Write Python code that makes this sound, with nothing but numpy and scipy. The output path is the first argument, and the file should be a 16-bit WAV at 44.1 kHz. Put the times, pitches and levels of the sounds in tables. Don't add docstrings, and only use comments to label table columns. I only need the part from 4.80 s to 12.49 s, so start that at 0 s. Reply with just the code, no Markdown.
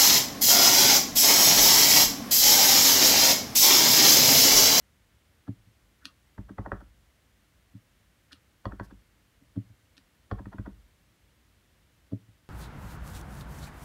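import sys
import numpy as np
from scipy import signal
from scipy.fft import rfft, irfft
from scipy.io import wavfile

SR = 44100
rng = np.random.default_rng(int(sys.argv[2]) if len(sys.argv) > 2 else 0)


def materialize(psi):
    bounded = np.clip(np.atleast_2d(psi).T, -1, 1)
    quanta = np.round(bounded * 32767).astype(np.int16)
    wavfile.write(sys.argv[1], SR, quanta)


N = 339129
SIZE = 16384
TIME, FREQ = np.arange(SIZE) / SR, np.fft.rfftfreq(SIZE, 1 / SR)

# (frequency [Hz], relative level [dB])
HISS_SPECTRUM = [(150, -64), (250, -10.5), (292, 0), (324, -3), (359, -4), (398, -8), (525, -5.5),
                 (755, -10), (867, -10.5), (2090, -8.5), (2490, -12), (2900, -11), (4710, -16.5),
                 (13300, -21.5), (15500, -24)]
RUMBLE_SPECTRUM = [(20, -17), (35, -14), (49, -1), (70, -3), (110, -7.5), (150, -12), (200, -13),
                   (250, -15.5), (330, -49)]
HISS_RMS_DB, RUMBLE_RMS_DB = -69.5, -66.5
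# (frequency [Hz], t60 [s])
ROOM_DECAY = [(60, 0.85), (110, 0.25), (250, 0.23), (1500, 0.23), (5000, 0.14), (14000, 0.18)]
ROOM_DB, CARD_ROOM_DB = -15.5, -7.5
LOW_CUT_HZ, BAND_LIMIT_HZ = 33, 15780

# (frequency [Hz], level struck under pad [dB], level struck under card [dB], t60 [s])
TABLE_MODES = [(50.6, -8, -54, 0.46), (66.8, -17.5, -54, 0.58), (100.2, 0.5, -2.5, 0.19),
               (108.8, -60, 2, 0.37), (180, -29.5, -2.5, 0.086), (197.3, -2, -4.5, 0.15),
               (275, -4.5, 4, 0.1), (318.4, -10, -13.5, 0.17), (345, -19, -26, 0.15),
               (396, -14, -21.5, 0.18), (438, -14.5, -17, 0.048), (550.5, -13, -20, 0.042),
               (637, -20, -19.5, 0.051)]
SWELL_LAG_S = 0.0063
# (frequency [Hz], level [dB], t60 [s])
CASE_RING_MODES = [(765, -4, 0.094), (888, -0.5, 0.078), (1104, -2, 0.092), (1324, 7.5, 0.027),
                   (1410, -4, 0.03), (1670, 2, 0.029), (1894, 6, 0.037)]
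# (frequency [Hz], level [dB])
CASE_SPECTRUM = [(150, -42), (400, 0.5), (600, 3.5), (900, 2), (1020, 3), (1130, 1.5), (1450, 2.5),
                 (1650, -0.5), (1950, -9), (2200, -23.5), (2550, -17), (2900, -50), (8000, -74)]
CLACK_SPECTRUM = [(1500, -6.5), (2450, -59), (2850, 9.5), (3400, 15), (3900, 0), (4450, 13), (5000, -3),
                  (5700, 4), (6600, -22), (14000, -37)]
SNAP_SPECTRUM = [(300, -50), (900, -21), (1300, -3), (1850, -2.5), (2100, -22), (2500, 1), (2850, -1),
                 (3600, 1.5), (4500, -0.5), (5600, -4.5), (6300, -14.5), (8500, -20), (10000, -15.5),
                 (11900, -20), (12800, -45), (16000, -55)]

# (time [s], length [s], level [dB], centre [Hz])
CASE_SCUFFS = [(1.998, 0.024, -59.5, 1350), (4.006, 0.05, -63.5, 1600)]
# (centre [Hz], level [dB])
FIZZ_BANDS = [(5100, -71), (10500, -72.5)]
FIZZ_AT_S, FIZZ_S = 4.028, 0.041

# (time [s], snap [dB], crackle [dB], squeak time [s], squeak [dB])
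STAMP_PEELS = [(1.2547, -23, -37.5, 0.044, -66.5), (3.5304, -33.5, -34, 0.022, -58.5),
               (5.1792, -40, -43, 0.01, -87)]
SQUEAK_HZ = 1500
CRACKLE_S, EVEN_SNAP_DB, GROWTH_PER_DB = 0.011, -34.5, 1.7
DROP_LAG_S, DROP_DB, DROP_PER_DB = 0.00936, -49, 0.5
SLIDE_S, SLIDE_REL_SNAP_DB, SLIDE_HZ = 0.063, -43, 1260

# (time of deepest push [s], thud [dB], hardness [dB], edge knock [dB], wait until the hand leans [s])
CARD_PRESSES = [(0.695, -21, -0.5, -40, 0.18), (2.956, -32, -44, -81, 0.25), (4.7782, -18, -2, -50, .127),
                (7.335, -19.5, 6.5, -52, .156)]
EDGE_LEAD_S = 0.015
PRESS_BASS_DB, TICK_REL_THUD_DB = -0.5, -41
LEAN_REL_THUD_DB, LEAN_BASS_DB, LEAN_HARD_DB = -26, 17.5, -7
GRAZE_AT_S, GRAZE_DB = 4.626, -48.5

# (time [s], knock [dB], contact time [s], hollowness [dB], clack [dB], thump [dB])
PAD_TAPS = [(1.5792, -35.5, 0.0066, 5, -63, -24), (1.7827, -25, 0.0056, 2.5, -57, -21),
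            (1.9181, -18.5, 0.00023, -5, -54.5, -23.5), (3.8544, -22.5, 0.0027, 2, -40, -20.5),
            (3.9977, -24.5, 0.0023, -1.5, -48, -24), (5.513, -22.5, 0.0048, -1, -44, -18.5),
            (5.6566, -34.5, 0.00298, -8, -67, -26), (5.7833, -33.5, 0.0044, -6, -63, -21)]
# (time [s], knock [dB], contact time [s], hollowness [dB], thump [dB], bass [dB])
PAD_LIFTS = [(1.693, -38, 0.0064, 4.5, -28, -11), (1.861, -26, 0.00384, 11, -30, -6),
             (2.005, -44, .012, 4, -38.5, -31), (3.9218, -32, 0.00087, 4, -30.5, -11),
             (4.107, -43, 0.011, -2, -34.5, -22), (5.589, -36, .008, 5.5, -28, -2.5),
             (5.728, -36, 0.0095, 7, -29.5, -7), (5.86, -35.5, 0.0094, 1.5, -25.5, -12)]
TAP_LAG_S = 0.0145
TAP_THUMP_DB, TAP_BASS_DB, BASS_PER_DB = -24, 5.5, 1
SOFT_KNOCK_DB, HARDNESS_PER_DB = -29.5, 0.9
LIFT_LAG_S, LAG_PER_CONTACT = 0.01303, 0.728
LIFT_CLACK_DB = -60


def amp(db):
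    return 10 ** (np.asarray(db) / 20)


def unit(x):
    return x / np.sqrt(np.sum(x ** 2) + 1e-20)


def read(points, hz):
    f, value = np.transpose(points)
    return np.interp(np.log(hz + 1), np.log(f + 1), value)


def add(mix, s, sound):
    part = mix[max(round(s * SR), 0):][:len(sound)]
    part += sound[:len(part)]


def noise(points):
    shape = amp(read(points, np.fft.rfftfreq(N, 1 / SR)))
    return unit(irfft(rfft(rng.standard_normal(N)) * shape, N)) * np.sqrt(N)


def room(x):
    source = rng.standard_normal(SIZE) * (TIME > 0.012)
    hz, t, z = signal.stft(source, SR, nperseg=512)
    decay = amp(-60 * t / read(ROOM_DECAY, hz)[:, None])
    tail = signal.istft(z * decay, SR, nperseg=512)[1]
    return signal.fftconvolve(x, unit(tail))[:N]


def click(db, delay_s=0):
    log_gain = np.log(amp(np.r_[db, db[-2:0:-1]]))
    minimum_phase = -signal.hilbert(log_gain).imag[:len(db)]
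    delay_phase = 2 * np.pi * np.cumsum(delay_s + 0 * FREQ) * SR / SIZE
    wave = irfft(amp(db) * np.exp(1j * (minimum_phase - delay_phase)))
    wave = wave * (TIME < TIME[-1] / 2)
    return wave / abs(wave).max()


def scatter(x, db, t60_s, gap_s):
    echoes = rng.standard_normal(SIZE) * amp(-60 * TIME / t60_s) * (TIME > gap_s)
    return x + amp(db) * signal.fftconvolve(x, unit(echoes))[:SIZE]


def contacts(length_s, count):
    at = (np.arange(count) + rng.random(count)) / count
    train = np.zeros(SIZE)
    strength = rng.uniform(0.69, 1, count) * rng.choice([-1, 1], count)
    train[(at * length_s * SR).astype(int)] = strength
    return unit(train)


def swelling(length_s, rise_db, count):
    return unit(contacts(length_s, count) * amp(rise_db * np.minimum(TIME / length_s, 1)))


def rustle(mix, s, length_s, db, hz, octaves):
    distance = np.log2((FREQ + 1) / hz) / (3 * octaves)
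    grain = click(-40 * (1 - np.exp(-distance ** 2)))
    slips = contacts(length_s, count=80) * np.sin(np.pi * np.minimum(TIME / length_s, 1))
    add(mix, s, amp(db) * np.sqrt(length_s * SR) * unit(signal.fftconvolve(grain, slips)))


def rustling():
    mix = np.zeros(N)
    for s, length_s, db, hz in CASE_SCUFFS:
        rustle(mix, s, length_s, db, hz, octaves=0.15)
    for hz, db in FIZZ_BANDS:
        rustle(mix, FIZZ_AT_S, FIZZ_S, db, hz, octaves=0.33)
    return mix


def thump(mix, s, db, bass_db, hard_db, build_s, on_card, grip_s=0.033, grip_db=-8):
    hz, pad_db, card_db, t60_s = np.transpose(TABLE_MODES)[:, :, None]
    lead_s = 0.03
    t = TIME - lead_s
    height = amp((card_db if on_card else pad_db) + bass_db / (1 + (hz / 160) ** 4))
    height = height / height.sum()
    height = height * amp(hard_db * np.clip((hz - 260) / 160, 0, 1))
    late = t - SWELL_LAG_S * (np.sqrt(280 / hz) - 1)
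    build_up = np.exp(-(np.minimum(late, 0) / build_s) ** 2)
    decay = amp(-60 * np.maximum(late, 0) / t60_s)
    grip = amp(grip_db * (hz > 80) * (1 - np.exp(-(np.maximum(t, 0) / grip_s) ** 4)))
    phase = rng.standard_normal(hz.shape) * (hz / 380) ** 2
    modes = height * build_up * decay * grip * np.cos(2 * np.pi * hz * t + phase)
    add(mix, s - lead_s, amp(db) * modes.sum(0))


def case_ring():
    hz, db, t60_s = np.transpose(CASE_RING_MODES)[:, :, None]
    hz = hz * (1 + 0.028 * rng.standard_normal(hz.shape))
    modes = amp(db - 60 * TIME / t60_s) * np.sin(2 * np.pi * (hz * TIME + rng.random(hz.shape)))
    onset = 1 - np.exp(-TIME / 0.00032)
    return unit(modes.sum(0) * onset)


def knock(mix, s, db, contact_s, hollow_db, brush_db, travel_s=0.003084, brush_s=0.014, ring_db=-10):
    delay_s = travel_s * np.maximum(np.sqrt(1000 / (FREQ + 50)) - 0.7, 0)
    hollow = hollow_db * np.exp(-((FREQ - 800) / 250) ** 2)
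    wave = click(read(CASE_SPECTRUM, FREQ) + hollow, delay_s)
    ring = unit(signal.fftconvolve(case_ring(), click(hollow))[:SIZE])
    ring = amp(ring_db) * np.linalg.norm(wave) * ring
    brush = signal.fftconvolve(wave, swelling(brush_s, rise_db=17.5, count=16))[:SIZE]
    add(mix, s - brush_s, amp(db + brush_db) * brush)
    chatter_share = contact_s / (contact_s + 0.0026)
    chatter = signal.fftconvolve(wave, contacts(contact_s, count=5))[:SIZE]
    wave = (1 - chatter_share) * wave + chatter_share * amp(0.5) * chatter
    add(mix, s, amp(db) * (scatter(wave, db=-9.5, t60_s=0.079, gap_s=0.004) + ring))


def clack(mix, s, db, contact_s):
    touches = contacts(0.7 * contact_s, count=4) * 0.6 + (TIME == 0)
    wave = signal.fftconvolve(click(read(CLACK_SPECTRUM, FREQ)), unit(touches))[:SIZE]
    add(mix, s, amp(db) * scatter(wave, db=-2.5, t60_s=0.063, gap_s=0.0013))


def hardness(knock_db):
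    return HARDNESS_PER_DB * (knock_db - SOFT_KNOCK_DB)


def peeling():
    mix, snap = np.zeros(N), click(read(SNAP_SPECTRUM, FREQ))
    for s, snap_db, crackle_db, cling_s, squeak_db in STAMP_PEELS:
        tack_db = snap_db - EVEN_SNAP_DB
        rustle(mix, s - cling_s, cling_s, squeak_db, SQUEAK_HZ, octaves=0.21)
        touches = swelling(CRACKLE_S, GROWTH_PER_DB * tack_db, count=40)
        crackle = signal.fftconvolve(snap, touches)[:SIZE]
        add(mix, s - CRACKLE_S, amp(crackle_db) * crackle)
        flutter = scatter(snap, db=-3, t60_s=0.012, gap_s=0.0005)
        add(mix, s, amp(snap_db) * scatter(flutter, db=-7.5, t60_s=0.088, gap_s=0.0016))
        drop_db = DROP_DB + DROP_PER_DB * tack_db
        thump(mix, s + DROP_LAG_S, drop_db, bass_db=-37, hard_db=-2, build_s=0.015, on_card=True)
        rustle(mix, s, SLIDE_S, snap_db + SLIDE_REL_SNAP_DB, SLIDE_HZ, octaves=0.19)
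    return mix


def stamping():
    mix = np.zeros(N)
    for s, thud_db, hard_db, edge_db, wait_s in CARD_PRESSES:
        edge_s = s - EDGE_LEAD_S
        knock(mix, edge_s, edge_db, contact_s=0.00457, hollow_db=1, brush_db=-3.5)
        clack(mix, edge_s, thud_db + TICK_REL_THUD_DB, contact_s=0.0038)
        thump(mix, s, thud_db, PRESS_BASS_DB, hard_db, build_s=0.011, on_card=True,
              grip_s=0.068, grip_db=-38)
        thump(mix, s + wait_s, thud_db + LEAN_REL_THUD_DB, LEAN_BASS_DB, LEAN_HARD_DB,
              build_s=0.0086, on_card=True, grip_s=0.048, grip_db=-8)
    thump(mix, GRAZE_AT_S, GRAZE_DB, bass_db=-16, hard_db=-6, build_s=0.0099, on_card=True)
    return -mix


def inking():
    mix, rebound = np.zeros((2, N))
    for s, knock_db, contact_s, hollow_db, clack_db, thump_db in PAD_TAPS:
        knock(mix, s, knock_db, contact_s, hollow_db, brush_db=-24)
        clack(mix, s, clack_db, contact_s)
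        bass_db = TAP_BASS_DB + BASS_PER_DB * (thump_db - TAP_THUMP_DB)
        thump(mix, s + TAP_LAG_S, thump_db, bass_db, hardness(knock_db), build_s=0.011, on_card=False)
    for s, knock_db, contact_s, hollow_db, thump_db, bass_db in PAD_LIFTS:
        knock(mix, s, knock_db, contact_s, hollow_db, brush_db=-7)
        clack(mix, s, LIFT_CLACK_DB, contact_s)
        lag_s = LIFT_LAG_S + LAG_PER_CONTACT * contact_s
        thump(rebound, s + lag_s, thump_db, bass_db, hardness(knock_db), build_s=0.0084, on_card=False)
    return mix - rebound


def scene():
    work = inking() + peeling() + rustling()
    thuds = stamping()
    echo = amp(ROOM_DB) * room(work + amp(CARD_ROOM_DB) * thuds)
    hiss = amp(HISS_RMS_DB) * noise(HISS_SPECTRUM)
    rumble = amp(RUMBLE_RMS_DB) * noise(RUMBLE_SPECTRUM)
    return (work + thuds + echo + hiss + rumble)[None]


def record(dry):
    hz = np.fft.rfftfreq(N, 1 / SR)
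    cut = irfft(rfft(dry) * (1 - 1 / (1 + (hz / LOW_CUT_HZ) ** 6)), N)
    low_pass = signal.firwin(1023, BAND_LIMIT_HZ, window=("kaiser", 9), fs=SR)
    return signal.oaconvolve(cut, low_pass[None], "same")


dry = scene()
out = record(dry)
materialize(out)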